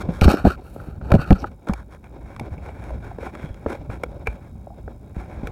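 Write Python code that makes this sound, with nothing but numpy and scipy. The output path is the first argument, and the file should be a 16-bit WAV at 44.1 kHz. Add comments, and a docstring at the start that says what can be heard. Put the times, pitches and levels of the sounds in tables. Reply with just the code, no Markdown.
"""Handled camera housing aboard a small boat

A closed plastic housing is gripped, knocked and turned, then worn while a reel is wound. Contact noise
excites the housing's resonances, one of which rings on after some knocks; low swings move the diaphragm;
stick-slip friction makes the rubs and winding. Behind them lie wind rumble and murmur, loose rattles,
hiss, a fuzzy whine and a regular tick."""
import sys
import numpy as np
from scipy import signal
from scipy.fft import rfft, irfft
from scipy.io import wavfile
from scipy.ndimage import uniform_filter1d

SR = 44100
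rng = np.random.default_rng(int(sys.argv[2]) if len(sys.argv) > 2 else 0)


def to_wav(s):
    """Save 16-bit WAV."""
    ch = np.atleast_2d(s).T  # columns
    pcm = np.round(np.clip(ch, -1, 1) * 32767)  # PCM
    wavfile.write(sys.argv[1], SR, pcm.astype(np.int16))


def decibels_to_gain(level_db):
    """Convert a level in decibels to a linear amplitude gain (20 dB per decade)."""
    exponent = np.asarray(level_db, float) / 20
    return 10 ** exponent


N = 242991

# wind on the housing: (t/s, rumble level/dB, murmur level/dB)
WIND_LEVELS = [(0.0, -31, -33), (0.3, -36, -49.5), (0.5, -29.5, -54), (0.612, -42.5, -49),
               (0.798, -34, -45), (0.96, -35, -49.5), (1.1, -27, -40.5), (1.45, -33.5, -45.5),
               (1.62, -44.5, -49), (1.9, -41.5, -48.5), (2.25, -36.5, -45.5), (2.6, -36.5, -43),
               (2.95, -34.5, -43.5), (3.3, -37.5, -46), (3.75, -37.5, -43), (4.1, -36.5, -44),
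               (4.55, -38.5, -50.5), (4.85, -37, -48), (5.15, -39.5, -47.5), (5.51, -35, -41.5)]


def evened(x):
    """Normalisation to unit root-mean-square."""
    return x / np.sqrt(np.mean(x ** 2) + 1e-20)


def add(mix, s, sound):
    """Superposition: a sound is summed into the mix from time s."""
    part = mix[round(s * SR):][:len(sound)]
    part += sound[:len(part)]


def coloured(x, gain):
    """Linear filtering: the spectrum is multiplied by a gain that is a function of Hz."""
    return irfft(rfft(x) * gain(np.fft.rfftfreq(len(x), 1 / SR) + 1), len(x))


def lumpy(size, hz, depth_db):
    """Amplitude modulation: a slow random gain made from low-passed noise."""
    slow = coloured(rng.standard_normal(size), lambda f: 1 / (1 + (f / hz) ** 2))
    return decibels_to_gain(depth_db * evened(slow))


def grains(size, per_s, spread_db):
    """Stick-slip excitation: sparse slips of uneven size over steady noise."""
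    slip_sizes = decibels_to_gain(spread_db * np.minimum(rng.exponential(1, size), 5))
    slips = slip_sizes * (rng.random(size) < per_s / SR)
    slips = evened(slips * rng.choice([-1, 1], size))
    return evened(slips + 1.05 * rng.standard_normal(size))


def mode(hz, width):
    """Damped resonance: the unit-energy impulse response of one band that swells, then decays."""
    t = np.arange(2048) / SR
    ring = t * np.exp(-np.pi * width * t) * np.sin(2 * np.pi * hz * t)
    return ring / np.linalg.norm(ring)


def housing(lo_hz, hi_hz, s=2):
    """Modal superposition: unit-energy response of a band of modes, whose balance a gripping hand alters."""
    # housing resonances: (f/Hz, width/Hz, relative level/dB when gripped, relative level/dB when free)
    resonances = [(267.4, 214, -1, 9), (432, 210, -5.5, 1.5), (560, 77, -8.5, 1.5), (775, 177, -8, 0),
                  (1035, 187, 1, -4.5), (1348, 230, 29, -4.5), (1560, 354, -1, -5), (2246, 200, -6, -2.5),
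                  (2620, 780, -5, -17), (3287, 140, -13, -16), (3740, 270, -8, -16.5),
                  (4415, 340, -6, -24.5), (5170, 310, -17, -21.5), (5610, 260, -13, -22.5),
                  (6560, 540, -18, -23), (7770, 660, -18.5, -26.5), (9580, 940, -18, -25.5),
                  (10880, 220, -21, -26), (12200, 1050, -19, -32.5), (14700, 660, -23, -31)]
    t = np.arange(2048) / SR
    gripped = .2 < s < 1.5  # seconds
    ring = np.zeros(len(t))
    for k, (hz, width, held_db, free_db) in enumerate(resonances):
        if lo_hz <= hz < hi_hz:
            strength = (-1) ** k * decibels_to_gain(held_db if gripped else free_db) * width
            swell = 1 - np.exp(-hz * t)  # time constant of one cycle
            ring += strength * swell * np.exp(-np.pi * width * t) * np.sin(2 * np.pi * hz * t)
    return ring / np.linalg.norm(ring)


def registers(s):
    """Modal grouping: the dull, middle, sharp and bright housing modes at time s."""
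    return housing(0, 1e3, s), housing(1e3, 2e3, s), housing(2e3, 3e3, s), housing(3e3, 2e4, s)


def stroke(length, level_db, ring):
    """Stick-slip friction: grains swell and fade once, and drive a resonant response."""
    edge_db, lean = -11.5, 0.76  # the ends lie below the top; a lean under 1 brings the top earlier
    u = np.linspace(0, 1, round(length * SR))
    arch_db = level_db + edge_db * (1 - np.sin(np.pi * u ** lean))
    drive = grains(len(u), 1500, 4.0) * lumpy(len(u), 30, 2.17)
    drive = drive * signal.windows.tukey(len(u), .05) * decibels_to_gain(arch_db)
    return signal.oaconvolve(drive, ring)


def electronics():
    """Periodic impulses and steady noise: a frame tick, microphone-stage hiss and narrow-band whine."""
    # faint steady fuzzy tones: (f/Hz, width/Hz, relative level/dB)
    whines = [(3790, 80, -2.5), (5170, 60, -6), (9570, 250, -14), (12600, 300, -15)]
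    first_s, ticks_per_s, late_s = .0118, 60, .002
    tick_db, snap_db, hiss_db, whine_db = -51.5, -49.5, -70.5, -78
    frame = np.arange(int(N / SR * ticks_per_s))
    tick_s = first_s + frame / ticks_per_s + late_s * (frame % 3 == 1)  # each third tick is late
    size = decibels_to_gain(2.0 * rng.standard_normal((len(frame), 3)))
    clicks = np.zeros(N)
    for k, lag_s in enumerate((0, .0007, .0014)):  # three impulses make one tick
        clicks[np.round((tick_s + lag_s) * SR).astype(int)] = size[:, k]
    tick = signal.oaconvolve(clicks, housing(6e3, 2e4))[:N]
    snap = coloured(clicks, lambda f: 1 / (1 + (10500 / f) ** 6))
    hiss = coloured(rng.standard_normal(N), lambda f: 1 / (1 + (1500 / f) ** 2) / (1 + (f / 20000) ** 2))
    fuzzy_tones = sum(decibels_to_gain(db) * mode(hz, width) for hz, width, db in whines)
    whine = signal.oaconvolve(rng.standard_normal(N), fuzzy_tones)[:N]
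    return decibels_to_gain(tick_db) * tick + decibels_to_gain(snap_db) * snap + decibels_to_gain(hiss_db) * hiss + decibels_to_gain(whine_db) * whine


def wind():
    """Turbulent pressure: lumpy low noise on the diaphragm, and a murmur filtered by the housing modes."""
    # rumble spectrum: (f/Hz, relative level/dB per Hz)
    spectrum = [(20, -27), (40, -5), (60, 4.5), (85, -0.5), (140, -6), (220, -10.5), (400, -32), (900, -46),
                (3000, -110)]
    tilt_db, whisper_db = -9, -21  # murmur slope per octave from 600 to 8000 Hz; whisper below murmur
    s, *columns = np.transpose(WIND_LEVELS)
    t, (hz, db) = np.arange(N) / SR, np.transpose(spectrum)
    rumble_db, murmur_db = (np.interp(t, s, c) for c in columns)
    rumble = coloured(rng.standard_normal(N), lambda f: decibels_to_gain(np.interp(np.log(f), np.log(hz), db)))
    rumble = evened(rumble * lumpy(N, 12, 1.3))
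    drive = grains(N, 600, 1.25) * lumpy(N, 14, 3.8)
    murmur = signal.oaconvolve(drive, housing(0, 2e3))[:N]
    murmur = coloured(murmur, lambda f: decibels_to_gain(tilt_db * np.log2(np.clip(f, 600, 8000) / 600)))
    whisper = signal.oaconvolve(drive, housing(2e3, 1e4))[:N]
    whisper = coloured(whisper, lambda f: 1 / (1 + (1900 / f) ** 6) / (1 + (f / 7000) ** 6))
    airy = evened(murmur) * decibels_to_gain(murmur_db) + evened(whisper) * decibels_to_gain(murmur_db + whisper_db)
    return rumble * decibels_to_gain(rumble_db) + airy


def rattles():
    """Random impacts: chance taps of loose gear ring the free housing, at a level that follows the murmur."""
    taps_per_s, spread_db = 6.6, 5.5
    below_murmur_db = -4
    s, _, murmur_db = np.transpose(WIND_LEVELS)
    tap_sizes = decibels_to_gain(spread_db * np.minimum(rng.exponential(1, N), 4))
    taps = tap_sizes * (rng.random(N) < taps_per_s / SR)
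    touch = np.exp(-np.arange(800) / SR / 0.0062)
    contact = signal.oaconvolve(taps, touch)[:N] * rng.standard_normal(N)
    body = decibels_to_gain([0, -27, -13]) @ np.array(registers(2)[:3])  # dull, middle, sharp
    level_db = below_murmur_db + np.interp(np.arange(N) / SR, s, murmur_db)
    return signal.oaconvolve(contact, body)[:N] * decibels_to_gain(level_db)


def reel():
    """Structure-borne friction: every turn of the reel handle is a gritty whirr with one fixed colour."""
    # turns of the handle: (start t/s, length/s, level/dB at the top of the arch, ahead of the shares)
    turns = [(2.027, 0.066, -56.5), (2.198, 0.25, -54), (2.416, 0.065, -52.5), (2.501, 0.063, -52.5),
             (2.607, 0.18, -50.5), (2.759, 0.23, -50), (2.998, 0.18, -50), (3.193, 0.12, -43.5),
             (3.316, 0.22, -48.5), (3.53, 0.14, -57.5), (3.668, 0.11, -42), (3.895, 0.083, -46),
             (4.255, 0.049, -48.5), (4.286, 0.085, -52.5), (4.383, 0.14, -59.5), (5.143, 0.12, -48.5),
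             (5.259, 0.18, -53.5), (5.433, 0.076, -49.5)]
    shares = decibels_to_gain([6.5, 0, -5.5, -13])  # dull, middle, sharp, bright
    out = np.zeros(N)
    for s, length, db in turns:
        add(out, s, stroke(length, db, shares @ np.array(registers(s))))
    return out


def housing_rings():
    """Free vibration: the 2.35 kHz housing resonance rings after some knocks, roughened by random modulation."""
    # rings: (t/s, level/dB ahead of swell and decay)
    onsets = [(2.05, -47), (3.229, -40), (3.266, -28), (3.75, -44), (3.9, -30), (4.036, -29), (4.256, -51),
              (4.271, -8.5), (5.471, -25)]
    ring_hz, t60_s, swell_s = 2350, 0.021, 0.0023
    out, t = np.zeros(N), np.arange(3000) / SR
    for (s, db), noise in zip(onsets, rng.standard_normal((len(onsets), len(t)))):
        rough = 1 + 0.21 * evened(uniform_filter1d(noise, size=40))
        envelope = (1 - np.exp(-t / swell_s)) * decibels_to_gain(db - 60 * t / t60_s)
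        add(out, s, rough * np.sin(2 * np.pi * ring_hz * t) * envelope)
    return out


def rubs():
    """Sliding friction: skin and strap excite the housing modes; further swells of noise fill one band each."""
    # broad rubs: (start t/s, length/s, level/dB at the top, dull share/dB, sharp share/dB)
    slides = [(0, 0.03, -33, -6.5, -11), (0.094, 0.15, -46, -13, -8.5), (0.213, 0.022, -26.5, 6, -11),
              (0.229, 0.036, -28, 2, -4), (.255, 0.041, -34, 7, -16), (0.273, 0.079, -25, 5.5, -8),
              (0.335, 0.11, -34, 0, -15.5), (0.444, 0.082, -24.5, -2.5, -14.5),
              (0.491, 0.067, -38.5, -6, -12.5), (0.556, 0.36, -61.5, 6, -5), (.65, 0.051, -53, 3.5, -22),
              (.75, 0.24, -50, 6.5, -15.5), (1.02, 0.2, -44, 10, -14), (1.104, 0.037, -39, 23, -28),
              (1.135, 0.037, -37, 19.5, -8.5), (1.177, 0.032, -38, 3, -16), (1.199, 0.048, -33.5, 0, -10.5),
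              (1.249, 0.14, -39, 1.5, -14.5), (1.335, 0.081, -45.5, 7, -13.5), (1.384, 0.061, -57, 5, 4.5),
              (1.42, 0.0395, -46.5, 16, -19), (1.456, 0.032, -45.5, -13, -12),
              (1.668, 0.061, -40.5, 10, -14.5), (1.732, 0.1, -47.5, -4, -14), (1.898, 0.077, -51, 0, -11.5)]
    # swells of noise in one band, mostly narrow, one a faint broad treble hiss:
    # (start t/s, length/s, level/dB at the top, centre f/Hz, nominal width/Hz)
    band_swells = [(0.215, 0.18, -44.5, 5350, 500), (.49, 0.055, -37, 1400, 200),
                   (.62, 0.31, -62.5, 10900, 9000), (1.175, 0.089, -32, 1400, 200),
                   (1.188, 0.062, -43, 2620, 250), (1.196, 0.04, -47, 4530, 400),
                   (1.33, 0.045, -63, 4440, 302), (1.381, 0.052, -49.5, 5400, 1100),
                   (3.024, 0.04, -46, 1510, 250), (2.898, 0.042, -34.5, 560, 120),
                   (3.198, 0.092, -50.5, 2350, 250), (4.079, 0.11, -47, 560, 150),
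                   (4.25, 0.081, -48.5, 2350, 200), (4.701, 0.04, -46.5, 740, 120),
                   (3.336, 0.22, -61, 3310, 250)]
    bright_db = -1  # below the sharp share
    out = np.zeros(N)
    for s, length, db, dull_db, sharp_db in slides:
        shares = decibels_to_gain([dull_db, 0, sharp_db, sharp_db + bright_db])
        add(out, s, stroke(length, db, shares @ np.array(registers(s))))
    for s, length, db, hz, width in band_swells:
        add(out, s, stroke(length, db, mode(hz, width)))
    return out


def bumps():
    """Damped oscillation: each dull bump swings the diaphragm at a low pitch that sinks as it dies."""
    # bumps: (t/s, level/dB ahead of swell and decay, nominal f/Hz, t60/s)
    swings = [(0.089, -9.5, 178, 0.068), (0.218, 5.5, 136, 0.014), (0.228, -0.5, 72.6, 0.082),
              (0.253, -2.5, 128, 0.097), (0.263, 4.5, 71, .1), (0.281, 8.5, 149, 0.018),
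              (0.34, -14, 203, 0.077), (0.444, -8, 202, 0.084), (.451, 1.5, 204.4, 0.09),
              (0.468, -1, 73, 0.096), (0.483, -32.5, 46.3, 0.68), (0.885, -18, 149, 0.041),
              (1.018, -34, 68, 0.096), (1.122, 1, 91, 0.058), (1.140, 2.5, 164.7, 0.077),
              (1.153, -1.5, 100, 0.093), (1.192, -6.5, 131, 0.046), (1.307, 5.5, 204, 0.1),
              (1.313, -2.5, 40, 0.11), (1.323, 5.5, 74, 0.046), (1.696, -5.5, 199, 0.056),
              (1.712, -15.5, 61.6, 0.17), (2.416, -27, 123, 0.15), (2.518, -20.5, 86, 0.13),
              (2.918, -24, 68.5, 0.37), (3.441, -18, 147, 0.05), (3.507, -19, 59, 0.086),
              (3.667, -18, 77.6, 0.082), (3.795, -25, 70, 0.09), (3.895, -16, 99, 0.04),
              (4.283, -16.5, 57, 0.16), (5.167, -11, 124, 0.015), (5.177, -22.5, 59.4, 0.21),
              (5.434, -17.5, 128, 0.028), (5.443, -23.5, 54.7, 0.18)]
    out, t = np.zeros(N), np.arange(12000) / SR
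    for s, db, hz, t60 in swings:
        sinking = hz * (0.892 + 0.16 * np.exp(-t / 0.019))
        swing = np.sin(2 * np.pi * np.cumsum(sinking) / SR)
        add(out, s, swing * decibels_to_gain(db - 60 * t / t60) * (1 - np.exp(-t * hz / 0.021)))
    return out


def knocks():
    """Impact excitation and dispersion: contact noise rings the housing; later bass sinks the wall wave's pitch."""
    # sharp knocks: (t/s, ring level/dB, nominal ring f/Hz, middle level/dB, sharp level/dB),
    # the last two ahead of the common click lift
    hits = [(0.091, -18.5, 270, -43, -47), (0.212, -43.5, 332, -23, -20), (0.243, -27, 273, -20, -21.5),
            (0.254, -11.5, 337, -38, -41), (0.279, 3, 222, -20, -34), (0.305, -29, 272, -12, -37),
            (0.339, -5, 308, -39, -45), (0.452, -6, 674, -24, -34), (0.46, -4, 256, -28, -36),
            (0.468, -3.5, 308, -19.5, -46), (0.473, -7.5, 247, -55, -50), (0.762, -21.5, 570, -46, -63),
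            (0.8, -38, 249, -31, -64), (1.013, -32, 587, -36, -58), (1.104, -19, 390, -28, -41),
            (1.118, -4.5, 592, -5.5, -23), (1.139, -1.5, 253, -17, -33), (1.152, -4, 240, -37, -32.5),
            (1.197, -28, 250, -24, -45), (1.306, 2, 240, -12, -26), (1.316, 1, 246, -32, -43),
            (1.327, -11, 252, -26, -29), (1.428, -22.5, 279, -55, -48), (1.443, -16, 835, -18, -50.5),
            (1.515, -35, 252, -48, -50.5), (1.672, -25.5, 302, -31, -44), (1.686, -27, 410, -25, -32.5),
            (1.695, -26, 250, -19.5, -43), (1.735, -22.5, 825, -27.5, -26), (1.923, -43, 343, -44, -49),
            (1.947, -38.5, 486, -47, -47.5), (2.042, -43.5, 770, -45, -51), (2.363, -40, 260, -35, -41.5),
            (2.396, -21.5, 830, -41, -28), (2.528, -36, 710, -43, -64), (2.411, -16.5, 239, -47, -50),
            (2.839, -50, 342, -44, -44.5), (2.906, -23.5, 570, -59.5, -49), (3.114, -26.5, 725, -54, -62),
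            (3.185, -22.5, 460, -38, -52), (3.229, -21.5, 500, -31, -54), (3.265, -22, 246, -27.5, -48),
            (3.351, -31.5, 288, -30, -40.5), (3.543, -52, 307, -45, -46.5), (3.662, -9.5, 455, -23, -48),
            (3.751, -24, 488, -39, -47), (3.899, -25, 501, -30.5, -52), (4.035, -15, 507, -24.5, -28),
            (4.116, -35, 560, -49, -54), (4.271, -17, 460, -21.5, -29.5), (4.671, -28, 600, -69, -75),
            (4.704, -34.5, 693, -65, -75), (4.878, -27.5, 427, -37, -70), (5.165, -52, 250, -54, -63),
            (5.432, -25, 272, -44, -57), (5.471, -27.5, 476, -33, -31)]
    bright_db, lift_db = -6.5, 5  # bright modes relative to sharp; lift of all three click groups
    out, t = np.zeros(N), np.arange(3000) / SR
    contact = rng.standard_normal((len(hits), 4, len(t)))
    touch = (1 - np.exp(-t / 0.00055)) * np.exp(-t / 0.002)
    for (s, ring_db, hz, middle_db, sharp_db), noise in zip(hits, contact):
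        dull, *clicks = (signal.oaconvolve(x * touch, ring)[:len(t)] for x, ring in zip(noise, registers(s)))
        sinking = hz * (0.938 + 0.33 * np.exp(-t / 0.0025))
        wave = np.sin(2 * np.pi * np.cumsum(sinking) / SR) * decibels_to_gain(-60 * t / 0.04)  # t60 of 40 ms
        ring = (wave * (1 - np.exp(-t / 0.00064)) + 1.08 * dull) * decibels_to_gain(ring_db)
        click_db = np.add((middle_db, sharp_db, sharp_db + bright_db), lift_db)
        add(out, s - .0005, ring + decibels_to_gain(click_db) @ np.array(clicks))
    return out


def scene():
    """Linear superposition: all sources sum at one microphone."""
    return (knocks() + housing_rings() + bumps() + rubs() + reel() + rattles() + wind() + electronics())[None]


def roll_off(x):
    """The treble ends steeply here."""
    return signal.sosfilt(signal.butter(12, 16650, fs=SR, output="sos"), x)


def record(dry):
    """Dynamic compression: gain backs off at loud bumps and creeps up again; a soft ceiling presses peaks."""
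    threshold_db, slope, fall_db_per_s = -13.5, 0.18, 3.8  # the held level falls at this rate
    knee, headroom = .75, .25
    power_db = 10 * np.log10(abs(uniform_filter1d(dry[0] ** 2, 800)) + 1e-12)
    fall_db = np.arange(N) * fall_db_per_s / SR
    held_db = np.maximum.accumulate(power_db + fall_db) - fall_db
    over_db = np.maximum(held_db - threshold_db, 0)
    ducked = dry / decibels_to_gain(slope * uniform_filter1d(over_db, 400))
    over = np.maximum(abs(ducked) - knee, 0)
    pressed = np.sign(ducked) * (np.minimum(abs(ducked), knee) + headroom * np.tanh(over / headroom))
    return roll_off(pressed)


dry = scene()
out = record(dry)
to_wav(out)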